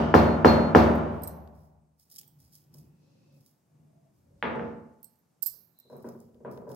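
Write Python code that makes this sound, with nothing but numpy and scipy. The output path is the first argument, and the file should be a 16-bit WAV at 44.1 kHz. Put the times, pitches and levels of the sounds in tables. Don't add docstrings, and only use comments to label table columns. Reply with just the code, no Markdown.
import sys
import numpy as np
from scipy import signal
from scipy.io import wavfile
from scipy.ndimage import uniform_filter1d

SR = 44100
rng = np.random.default_rng(int(sys.argv[2]) if len(sys.argv) > 2 else 0)


def persist_wave(psi):
    counts = np.round(np.clip(psi, -1, 1) * 32767).astype(np.int16)
    wavfile.write(sys.argv[1], SR, np.atleast_2d(counts).T)


def ratio_of_db(decibels):
    return 10 ** (np.asarray(decibels, float) / 20)


N = 297675
LEAD = SR // 4
BAND_EDGES_HZ = 36 * 2 ** np.arange(0, 9.1, 1 / 3)


def rms_one(x):
    return x / np.sqrt(np.mean(x ** 2) + 1e-30)


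def at_hz(points, hz):
    table_hz, value = np.array(points)[:, 0], np.array(points)[:, 1]
    return np.interp(np.log(hz), np.log(table_hz), value)


def cut(x, hz, kind, order):
    sos = signal.butter(order, np.clip(hz, 20, 18000), kind, fs=SR, output="sos")
    return signal.sosfilt(sos, x)


def clicks(times, sizes):
    out = np.full(N + LEAD, 1e-18)
    np.add.at(out, np.round(np.asarray(times) * SR).astype(int) + LEAD, sizes)
    return out


def ring(x, hz, t60):
    r, w = ratio_of_db(-60 / (t60 * SR)), 2 * np.pi * hz / SR
    return signal.lfilter([0, np.sin(w)], [1, -2 * r * np.cos(w), r * r], x)


def struck(events, modes, hold=1, swell_s=1e-4):
    s, db = np.array(events)[:, 0], np.array(events)[:, 1]
    luck_db, out = 2 * rng.standard_normal((len(s), len(modes))), 0
    for k, (hz, level_db, t60) in enumerate(modes):
        hit = clicks(s, ratio_of_db(db + level_db + luck_db[:, k]))
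        mode = ring(hit, hz, t60 * hold)
        if swell_s > .001:
            mode = mode - ring(hit, hz, swell_s)
        out = out + mode * (-1) ** k
    return out


def contacts(events):
    out, luck = np.zeros(N + LEAD), rng.random((len(events), 2))
    for (s, db, hz), (wait, size) in zip(events, luck):
        tap = np.zeros(SR // 50)
        tap[0] = 1
        tap[40 + int(130 * wait)] = .25 * (2 * size - 1)
        at = round(s * SR) + LEAD
        out[at:at + len(tap)] += ratio_of_db(db) * cut(tap, hz, "low", order=2)[:len(out) - at]
    return out


def strokes(rows, rise_db_s, fall_db_s):
    t = (np.arange(N + LEAD) - LEAD) / SR
    out = 0
    for s, hold, db, *_ in rows:
        before, after = np.maximum(s - t, 0), np.maximum(t - s - hold, 0)
        out = out + ratio_of_db(db - rise_db_s * before - fall_db_s * after)
    return out


def whistle(hz, width_hz):
    sos = signal.butter(2, width_hz, fs=SR, output="sos")
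    slow = signal.sosfilt(sos, rng.standard_normal((2, 2, N + LEAD)))
    phase = 2 * np.pi * np.cumsum(hz * np.ones(N + LEAD)) / SR
    return rms_one(slow[0] * np.cos(phase) + slow[1] * np.sin(phase))


# pitch_hz, likeness (0 to 1)
SIDE_LIKENESS = [(60, 0.35), (125, 1), (250, 0.59), (400, 0.49), (600, 0.31), (1000, 0.064), (4000, 0.51),
                 (12000, 0)]


def bands(size):
    white = rng.standard_normal((2, 2, size))
    centres = np.sqrt(BAND_EDGES_HZ[1:] * BAND_EDGES_HZ[:-1])
    out = np.empty((len(centres), 2, size))
    for k, hz in enumerate(centres):
        sos = signal.butter(2, BAND_EDGES_HZ[k:k + 2], "band", fs=SR, output="sos")
        mid, side = signal.sosfilt(sos, white[k % 2])
        alike = np.clip(at_hz(SIDE_LIKENESS, hz), 0, 1)
        out[k] = np.sqrt(1 + alike) * mid + np.sqrt(1 - alike) * side * np.array([[1], [-1]])
    return centres, out


# pitch_hz, left_minus_right_db
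SIDE_LEAN = [(60, 1), (150, 2), (380, -1), (950, -0.5), (2380, 2), (5980, 5.5), (15000, -13)]


def coloured(bank, colour):
    centres, noise = bank
    lean_db = at_hz(SIDE_LEAN, centres)[:, None] * np.array([.5, -.5])
    return np.einsum("bc,bct->ct", ratio_of_db(at_hz(colour, centres)[:, None] + lean_db), noise)


# pitch_hz, t60_s
KITCHEN_DECAY = [(60, 2), (160, 1.5), (250, 1.1), (500, 1.1), (750, 1.254), (1100, 1.05), (2900, 0.68),
                 (7700, 0.17), (15000, 0.55)]


def kitchen():
    centres, noise = bands(SR * 3 // 2)
    t = np.arange(noise.shape[-1]) / SR
    decay = ratio_of_db(-60 * t / at_hz(KITCHEN_DECAY, centres)[:, None]) * (1 - np.exp(-t / 0.00047))
    return centres, noise * decay[:, None]


def reverb(x, room, colour, wet_db, fade_db=0, swell_s=1e-4):
    answer = coloured(room, colour)
    t = np.arange(answer.shape[1]) / SR
    early_rms = np.sqrt(np.mean(answer[:, :SR // 20] ** 2))
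    answer = answer * ratio_of_db(-np.clip(fade_db, 0, 200) * t) * (1 - np.exp(-t / swell_s)) / early_rms
    return ratio_of_db(wet_db) * signal.fftconvolve(np.atleast_2d(x), answer, axes=1)[:, :N + LEAD]


# pitch_hz, level_db
AIR_COLOUR = [(18, -47), (30, -32), (142, -2.5), (378, -14.5), (480, -15.5), (835, -18.5), (1530, -26.5),
              (3570, -35.5), (5590, -31), (6900, -31), (13400, -36), (15200, -28), (16500, -45.5)]
# start_s, hold_s, level_db
HUSH = [
    (1.7, 0.35, 0.0035),
]


def still_air(bank):
    level_db = -72.5 - 5.5 * strokes(HUSH, 59.5, 900)
    return ratio_of_db(level_db) * rms_one(coloured(bank, AIR_COLOUR))


# start_s, hold_s, level_db
CHIRPS = [
    (5.81, 0.021, -71),
    (5.89, 0.021, -78),
    (5.94, .02, -85),
]
# start_s, hold_s, level_db
NAIL_SCRAPES = [
    (3.33, .04, -83),
]
# start_s, hold_s, level_db
FINGER_RUBS = [
    (3.03, 0.31, -79.5),
    (4.44, 0.23, -76),
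]


def thin_whistles():
    chirp = strokes(CHIRPS, 245, 120) * whistle(4000, width_hz=120)
    scrape = strokes(NAIL_SCRAPES, 17.5, 154) * whistle(2600, width_hz=99)
    rub = strokes(FINGER_RUBS, 201, 100) * whistle(4800, width_hz=1300)
    whine = ratio_of_db(-94.5) * whistle(8110, width_hz=25)
    return chirp + scrape + rub + whine


# start_s, hold_s, level_db
WEIGHT_SHIFTS = [(2.2, .02, -89), (2.41, 0.025, -59), (2.78, 0.11, -60), (3.2, 0.19, -86),
                 (4.3, .13, -59.5), (4.6, 0.16, -56), (5.5, 0.064, -69), (6.05, 0.23, -80),
                 (6.27, 0.12, -69), (6.5, 0.36, -68)]


def slab_booms():
    return strokes(WEIGHT_SHIFTS, 132, 124.5) * cut(whistle(76, width_hz=74)[0], 55, "high", order=2)


# start_s, hold_s, level_db
DRAGS = [(1.86, 0.054, -79), (2.18, 0.068, -70), (2.38, 0.026, -66), (2.5, 0.18, -73.5), (2.75, 0.12, -56),
         (3.0, 0.15, -65.5), (3.2, 0.21, -62.5), (3.77, 0.09, -60.5), (3.97, 0.096, -69), (4.15, 0.26, -70)]
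# pitch_hz, level_db
DRAG_COLOUR = [(24, -55), (40, -23), (85, -5.5), (147, 1.5), (200, -2), (308, -7), (658, -35), (802, -23.5),
               (1540, -52), (2550, -42), (3000, -45), (3900, -83), (6600, -120)]


def drags(bank):
    rumble = rms_one(coloured(bank, DRAG_COLOUR)) * ratio_of_db(-6.0)
    hum = whistle(147, width_hz=6.6)[0] * ratio_of_db(-1.0)
    return strokes(DRAGS, 215, 125) * (rumble + hum)


# start_s, hold_s, level_db, pitch_hz
SQUEALS = [(1.743, 0.046, -78, 830), (2.2, .12, -83, 830), (3.03, 0.19, -76.5, 530),
           (3.294, 0.089, -73, 550), (3.726, 0.078, -83, 690), (3.905, 0.2, -73, 660),
           (4.292, 0.15, -72, 560)]


def squeals():
    start, hold, _, pitch_hz = np.transpose(SQUEALS)
    turn = ((start + hold)[:-1] + start[1:]) / 2
    squeal_hz = pitch_hz[np.searchsorted(turn, (np.arange(N + LEAD) - LEAD) / SR)]
    return strokes(SQUEALS, 246, 246) * whistle(squeal_hz, width_hz=30)


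def background():
    bank = bands(N + LEAD)
    return drags(bank) + slab_booms() + squeals() + thin_whistles() + still_air(bank)


# start_s, level_db, pitch_hz
TICKS = [(2.161, -54, 3000), (2.168, -58, 3000), (2.185, -51, 3200), (2.194, -50, 3200), (2.2, -60, 3200),
         (2.213, -56, 3000), (2.232, -52, 2800), (2.242, -62, 3000), (1.475, -57, 3500), (2.554, -56, 5800),
         (2.562, -64, 5800), (2.743, -65, 5800), (3.461, -65, 5600), (4.4265, -64, 8600),
         (4.558, -57, 7700), (5.9656, -57, 13500), (5.9725, -54, 13400), (5.981, -51, 13500),
         (6.0265, -48, 13500), (6.048, -62, 9000), (6.079, -57, 14500), (6.088, -44.5, 5760),
         (6.203, -47, 8300), (6.345, -63, 3035), (6.447, -64.5, 2990), (6.5135, -61, 7100),
         (6.5135, -55, 14500), (6.52, -59, 14000), (6.715, -56, 13000), (6.575, -50.5, 2900),
         (6.6919, -53, 5700), (6.7179, -54.5, 3150)]


def ticks():
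    out, size = np.zeros((2, N + LEAD)), SR // 50
    fade = np.exp(-np.arange(size) / (.0012 * SR))
    bursts = rng.standard_normal((len(TICKS), 2, size)) * fade
    for (s, db, hz), burst in zip(TICKS, bursts):
        band = cut(cut(burst, hz * .85, "high", order=4), hz * 1.18, "low", order=3)
        at = round(s * SR) + LEAD
        out[:, at:at + size] += ratio_of_db(db) * band / np.abs(band).max()
    return out


# start_s, level_db
SNAPS = [(1.475, -59.5), (1.997, -48), (2.099, -44), (2.101, -48), (2.107, -56), (2.1131, -37.5),
         (2.119, -42), (2.118, -46), (2.14, -45), (2.153, -41), (2.16, -31), (2.166, -33), (2.1817, -33),
         (2.1833, -30), (2.1885, -27), (2.195, -34), (2.199, -52), (2.212, -34), (2.232, -44),
         (2.4015, -46), (2.5266, -53.5), (2.5524, -37.5), (2.561, -52), (2.5773, -58), (2.6397, -55.5),
         (2.7412, -43), (2.744, -45.5), (2.7836, -43.5), (3.408, -51), (3.461, -46), (6.024, -58.5),
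         (6.0491, -65.5), (6.0885, -39), (6.345, -63), (6.513, -46.5), (6.574, -50), (6.6918, -49),
         (6.716, -40), (6.746, -42)]
# start_s, hold_s, level_db
STIRS = [(1.12, 0.087, -78), (1.55, 0.099, -79.5), (4.15, 0.059, -85.5), (2.0, 0.0081, -68.5),
         (2.115, 0.047, -63.5), (2.28, 0.0092, -82), (2.40, 0.052, -69.5), (2.53, 0.025, -64),
         (2.74, .05, -68), (3.33, 0.11, -80), (3.46, .01, -71.5), (5.9, 0.12, -77), (6.06, 0.061, -73.5),
         (6.2, 0.0095, -74.5), (6.518, 0.015, -68.5), (6.70, 0.033, -67)]
# pitch_hz, level_db
POD_COLOUR = [(880, -53), (1500, -39), (1910, -46), (3150, -5), (3660, -29), (4300, -2.5), (5930, -2),
              (8170, -5), (13600, -6), (15900, 9), (16500, -7)]


def pods(room):
    s, db = np.transpose(SNAPS)
    snaps = signal.lfilter([1], [1, -np.exp(-1 / (0.0023 * SR))], clicks(s, ratio_of_db(db - 10.5)))
    falls = rng.random(N + LEAD) < 3000.0 / SR
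    grains = falls * ratio_of_db(1.2 * np.minimum(rng.exponential(1, N + LEAD), 4))
    rustle = rms_one(grains) * strokes(STIRS, 902, 187) * ratio_of_db(3.0)
    touch = (snaps + rustle) * rng.standard_normal(N + LEAD)
    bowl = coloured(room, POD_COLOUR)[:, :512] * np.exp(-np.arange(512) / 26.0)
    bowl = bowl / np.sqrt(np.sum(bowl ** 2) / 2)
    dry = signal.fftconvolve(touch[None], bowl, axes=1)[:, :N + LEAD]
    return dry + reverb(touch, room, POD_COLOUR, wet_db=-43.0)


# start_s, level_db, pitch_hz, t60_s
LONE_HOOPS = [(1.283, -50, 13370, .07), (1.284, -54, 8340, .08), (5.004, -76, 13420, .05),
              (5.188, -66, 13430, .07), (5.476, -29, 13440, .09), (5.4615, -44, 5039, .06),
              (2.279, -62, 13430, .06), (2.279, -66, 8340, .1), (4.678, -76, 13430, .08),
              (1.275, -52, 4996, .035), (5.789, -67, 13430, .07)]


def lone_hoops():
    out = 0
    for s, db, hz, t60 in LONE_HOOPS:
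        out = out + cut(ring(clicks([s], ratio_of_db(db)), hz, t60), hz * .7, "high", order=4)
    return ratio_of_db([[-12.0], [3.0]]) * out


# start_s, level_db, left_minus_right_db
CLINKS = [
    [(.955, -57, -18.5), (.98, -64, -15), (1.221, -59, -24), (1.2352, -39, -21.5), (1.2375, -43, -14.5),
     (1.241, -49, -17), (1.2475, -52, -11), (1.2742, -34, -4), (1.279, -37, -7), (1.294, -51, 2),
     (2.278, -58, -17)],
    [(5.422, -49, -32), (5.4256, -31.5, -20), (5.4285, -36.5, -31.5), (5.4305, -32, -19), (5.4345, -38, -6),
     (5.4375, -42, -16), (5.444, -62, -14), (5.4606, -27, -16.5), (5.462, -34, -14), (5.4658, -26, -16.5),
     (5.4695, -37, -16), (5.4718, -27.5, -11), (5.476, -44.5, -15), (5.7885, -54, -10), (5.80, -63.5, -31),
     (5.966, -66, -25), (6.203, -66.5, -7.5), (6.514, -74.5, -1)],
    [(5.0298, -50, -12), (5.0355, -61, -10), (5.039, -68, -13), (5.044, -43, -14), (5.156, -67, -12)],
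]
# pitch_hz, level_db, t60_s
HOOPS = [
    [(4150, -20, .015), (4996, -22.0, .02), (8339, -12.0, .045), (8823, -18.0, .015), (9528, -14.0, .015),
     (11060, -18.0, .012), (12280, -2.0, .022), (12580, -8.0, .02), (13370, -10.0, .03),
     (14150, -10.0, .012), (15050, -8.0, .014)],
    [(4300, -26.0, .01), (5039, -25.0, .025), (7628, -20.0, .01), (8333, -14.0, .014), (9534, -21.0, .02),
     (11260, -17.0, .008), (12330, -6.0, .012), (12620, -2.0, .02), (12950, -10.0, .01), (13440, -9.0, .03),
     (15190, -7.0, .012), (15300, -5.0, .018)],
    [(4250, -22, .012), (4400, -21, .02), (5800, -19, .012), (7800, -12, .012), (8330, -8, .025),
     (10900, -8, .008), (12300, -5, .03), (12750, -4, .02), (13400, -9, .03), (14600, -10, .008),
     (15800, -8, .006)],
]
# pitch_hz, level_db
CLINK_COLOUR = [(1500, 6), (3300, -1), (4000, 10), (5200, 11.5), (6000, -9), (7000, -24), (7700, 14),
                (10000, 2.5), (12600, -3), (15600, -2), (16100, -13.5)]


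def bangles(clinks, hoops, room):
    s, db, lean_db = np.transpose(clinks)
    luck = rng.standard_normal((len(s), len(hoops), 2, 2))
    sides_db, rings = np.array([lean_db / 2, -lean_db / 2]), 0
    for k, (hz, level_db, t60) in enumerate(hoops):
        size = ratio_of_db(db + sides_db + level_db + 2.5 + 4.7 * luck[:, k, 0].T)
        size = size * np.sign(luck[:, k, 1].T)
        rings = rings + ring(np.array([clicks(s, side) for side in size]), hz, t60 * 0.98)
    tick = np.array([clicks(s, ratio_of_db(db + side)) for side in sides_db])
    rattle = signal.lfilter([1], [1, -np.exp(-1 / (0.00086 * SR))], tick)
    rattle = rattle * rng.standard_normal(tick.shape) * ratio_of_db(-11.5)
    near = cut(rings + cut(rattle, 13000, "high", order=1), 4200, "high", order=4)
    both = rattle.sum(axis=0)
    spray = ratio_of_db(14.0) * cut(both, 5660, "high", order=4) + ratio_of_db(-6.5) * cut(both, 1200, "high", order=2)
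    walls = reverb(near.sum(axis=0) + spray, room, CLINK_COLOUR, wet_db=-48.5) * ratio_of_db([[-5.0], [3.0]])
    body = ratio_of_db(-19.0) * cut(cut(rattle, 2900, "low", order=2), 710, "high", order=2)
    return near + walls + body


# start_s, level_db
TILTS = [
    (6.046, -40.5),
    (6.075, -41.5),
    (6.15, -47.5),
]
# pitch_hz, level_db, t60_s
FREE_BOWL = [(230, -4, 0.56), (365, 2.5, 0.16), (950, -18.5, 0.26), (1450, -17, 0.079), (1900, -27, 0.16)]


def tilted_mortar():
    return cut(struck(TILTS, FREE_BOWL), 1500, "low", order=1)


# pitch_hz, level_db, t60_s
SLAB = [(73.5, -20.5, 1.5), (95.57, -20.5, 1.2), (154, -24.5, 1.85), (172.3, -14.5, 0.5),
        (230.8, -8.5, 0.88), (261.3, -4, 0.23), (329.6, -7, 0.43), (375, -16.5, 1), (431.3, -8, 0.21),
        (480.4, -12, 0.37), (590, -13.5, 1.2), (700, -20.5, 1.1), (736.6, -5.5, 0.3), (870, -5.5, .25)]


def knocks(events, body, colour, room, dry_db, slab_db, wet_db, fade_db, top_hz, leak_db):
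    taps = contacts(events)
    dry = 0
    for k, (hz, db, t60) in enumerate(body):
        dry = dry + ratio_of_db(dry_db + db) * ring(taps + 1e-18, hz, t60) * (-1) ** k
    slab = ratio_of_db(slab_db) * cut(struck(events, SLAB, hold=0.079), 620, "low", order=1)
    heard = dry + slab + reverb(taps, room, colour, wet_db, fade_db, swell_s=0.0056)
    leak = ratio_of_db(leak_db) * cut(heard, 1.61 * top_hz, "low", order=4)
    return cut(heard, top_hz, "low", order=8) + leak


# start_s, level_db, brightness_hz
NUDGES = [(2.745, -57.5, 1345), (5.536, -64, 1800), (5.899, -42.5, 883), (5.920, -42, 700),
          (5.928, -39, 850), (5.956, -40.5, 890), (6.043, -37, 1490), (6.064, -39, 700), (6.082, -41, 1200),
          (6.148, -45.5, 880), (6.448, -31.5, 1680), (6.457, -40, 790), (6.478, -34.5, 1130),
          (6.525, -40, 930), (6.559, -39.5, 700), (6.576, -39, 1220), (6.62, -39, 700), (6.668, -35.5, 700),
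          (6.675, -36.5, 816), (6.699, -37.5, 1100), (6.713, -40.5, 800), (6.733, -52, 700)]
# start_s, level_db, brightness_hz
SOFT_NUDGES = [(2.40, -86, 297), (4.303, -56, 300), (5.851, -52, 400), (6.209, -47, 500),
               (6.288, -49.5, 450), (6.349, -48, 397), (6.386, -56, 450), (6.404, -42, 454)]
# pitch_hz, level_db, t60_s
BOWL_FOOT = [(242, -19, 1), (361.6, -9.5, 0.14), (475, -2, 0.091), (552, -9, 0.14), (600, -4.5, 0.11),
             (956, -6.5, 0.057), (1547, -8.5, 0.03), (1970, -22.5, 0.058)]
# pitch_hz, level_db
NUDGE_COLOUR = [(26, -58), (45, -34), (86, -8.5), (201, -1.5), (231, -0.5), (323, -8), (371, 0), (595, -8),
                (800, -11), (1030, -10.5), (2190, -27), (5000, -8.5), (6500, -88), (11000, -120)]


def nudged_mortar(room):
    return knocks(NUDGES + SOFT_NUDGES, BOWL_FOOT, NUDGE_COLOUR, room, dry_db=-3.0, slab_db=-27.0,
                  wet_db=-8.5, fade_db=67.5, top_hz=2480, leak_db=-20.5)


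# start_s, level_db, brightness_hz
LAID = [(4.4258, -13.5, 4660), (4.4375, -29, 2520), (4.441, -35, 2500), (4.4525, -21.5, 2500),
        (4.4745, -26, 700), (4.4905, -32, 890), (4.478, -30, 1190), (4.505, -22, 1180), (4.55, -15, 600),
        (4.595, -24, 1700), (4.607, -22, 600), (4.66, -36.5, 600)]
# pitch_hz, level_db, t60_s
PESTLE = [(224.4, -10, 0.85), (239, -8.5, 1), (472.5, -6, 0.62), (461, -16, .5), (582, -17, 0.04),
          (868, -13.5, 1), (952, -13.5, 0.6), (1060, 12.5, 0.0062), (1574, 21.5, 0.0042),
          (1960, 21.5, 0.0033), (3170, 12, 0.004), (3800, 4, 0.0019)]
# pitch_hz, level_db
LAID_COLOUR = [(45, -40), (65, -11), (123, -9.5), (226, -0.5), (328, -4.5), (466, -2), (800, -8),
               (1110, -6.5), (1890, -9), (3900, -22), (4500, -38), (6200, -17), (7500, -45), (16000, -77.5)]


def laid_pestle(room):
    return knocks(LAID, PESTLE, LAID_COLOUR, room, dry_db=-16.5, slab_db=-12.0,
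                  wet_db=-17.5, fade_db=26.0, top_hz=4250, leak_db=-16.5)


# start_s, level_db, pitch_hz, t60_s
PAN_RINGS = [(-.1, -46.5, 3058, .4), (-.1, -42.5, 2961, 0.43), (-.1, -33, 1216, .3),
             (-.1, -50.5, 7880, 0.37), (0.147, -54.5, 14800, 0.18), (.147, -54.5, 12340, 0.2),
             (.452, -51, 4170, 0.095), (.455, -54.5, 15360, 0.1227), (.455, -57, 12080, 0.15)]
# start_s, hold_s, level_db
RIM = [(.16, 0.041, -46.5), (.24, 0.11, -55), (.458, .015, -42.5), (.478, 0.035, -35), (.54, 0.016, -45),
       (.57, .015, -53), (.6, .06, -50.5), (.67, .03, -58), (.76, .08, -52.5)]


def singing_pan():
    t = np.arange(N + LEAD) / SR
    pan = strokes(RIM, 2500, 500) * np.sin(2 * np.pi * 4297 * t)
    for s, db, hz, t60 in PAN_RINGS:
        pan = pan + cut(ring(clicks([s], ratio_of_db(db)), hz, t60), hz / 2, "high", order=2)
    return np.array([ratio_of_db(5.0) * pan, ratio_of_db(1.5) * np.roll(pan, 3)])


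# start_s, hold_s, level_db
BUZZ = [
    (-0.064, 0.037, -46),
]


def buzzing_pan():
    narrow = whistle(2950, width_hz=220) * ratio_of_db(0.5)
    broad = cut(whistle(4000, width_hz=1800), 6200, "low", order=6) * ratio_of_db(-4.0)
    return strokes(BUZZ, 500, 69.5) * (narrow + broad)


# start_s, level_db
BLOWS = [
    (-.165, -9),
    (0.14078, -8.5),
    (0.44705, -8),
    (0.74915, -8),
]
# pitch_hz, level_db, t60_s, polarity
MORTAR = [
    [(358, 2, .03, 1), (560, -5, .03, 1), (1037, 8.5, .012, -1), (1188, -4, .03, 1), (1669, 2, .016, -1),
     (2945, -10, .006, -1)],
    [(365, 6, .013, 1), (551, 0, .03, -1), (824, -3, .03, -1), (1359, 3, .018, -1), (1705, -9.5, .02, -1),
     (2758, -11, .006, -1)],
]


def mortar_knock():
    s, force_db = np.transpose(BLOWS)
    luck_db = 0.7 * rng.standard_normal((len(s), 2, len(MORTAR[0])))
    knock = np.zeros((2, N + LEAD))
    for c, side in enumerate(MORTAR):
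        for k, (hz, db, t60, sign) in enumerate(side):
            knock[c] += sign * ring(clicks(s, ratio_of_db(force_db + db + luck_db[:, c, k])), hz, t60)
    return ratio_of_db(0.5) * cut(knock, 2800, "low", order=4)


def pounded_slab():
    twins = [(hz * 1.022, db - 9.0, t60) for hz, db, t60 in SLAB]
    boom = struck(BLOWS, SLAB + twins, swell_s=.06)
    return signal.lfilter([.03], [1, -.97], boom) * ratio_of_db(4.5) * ratio_of_db([[1.0], [-1.0]])


# delay_s, level_db
EARLY = [
    (.0092, -1.5),
    (0.0132, -9.5),
    (.023, -8.5),
    (0.035, -10),
    (0.039, -6),
]
# pitch_hz, level_db
BLOW_COLOUR = [(26, -49.5), (45, -17.5), (86, -7.5), (124, -15), (236, 0), (280, -11.5), (340, -7),
               (546, -10.5), (830, -12.5), (1050, -15.5), (1450, -20), (2000, -28), (3390, -37.5),
               (4450, -36), (4800, -32.5), (8060, -61.5), (15300, -45.5), (16500, -54)]


def pounding(room):
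    hits = contacts([(s, db, 14000) for s, db in BLOWS])
    knock = mortar_knock()
    dull = cut(knock, 1000, "low", order=2)
    echoes = sum(ratio_of_db(db) * np.roll(dull, round(s * SR), axis=1) for s, db in EARLY)
    walls = cut(reverb(hits, room, BLOW_COLOUR, wet_db=-8.0, swell_s=.004), 250, "high", order=1)
    return knock + echoes + pounded_slab() + singing_pan() + buzzing_pan() + walls


def gate(x):
    power = uniform_filter1d(np.mean(x ** 2, axis=0), SR // 25)
    level_db = 10 * np.log10(np.maximum(power, 1e-14))
    return x * ratio_of_db(0.35 * np.minimum(level_db + 59, 0))


def scene():
    room = kitchen()
    stone = gate(pounding(room) + laid_pestle(room)) + nudged_mortar(room) + tilted_mortar()
    wrists = sum(bangles(clinks, hoops, room) for clinks, hoops in zip(CLINKS, HOOPS))
    hands = wrists + lone_hoops() + ticks() + pods(room)
    return (stone + hands + background())[:, LEAD:]


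def roll_off(x):
    return signal.sosfilt(signal.butter(12, 16700, fs=SR, output="sos"), x)


def record(dry):
    headroom = 1.35
    low_cut = cut(dry, 56, "high", order=4)
    heard = signal.sosfilt(signal.cheby2(16, 40, 16150, fs=SR, output="sos"), low_cut)
    return roll_off(headroom * np.tanh(heard / headroom))


dry = scene()
out = record(dry)
persist_wave(out)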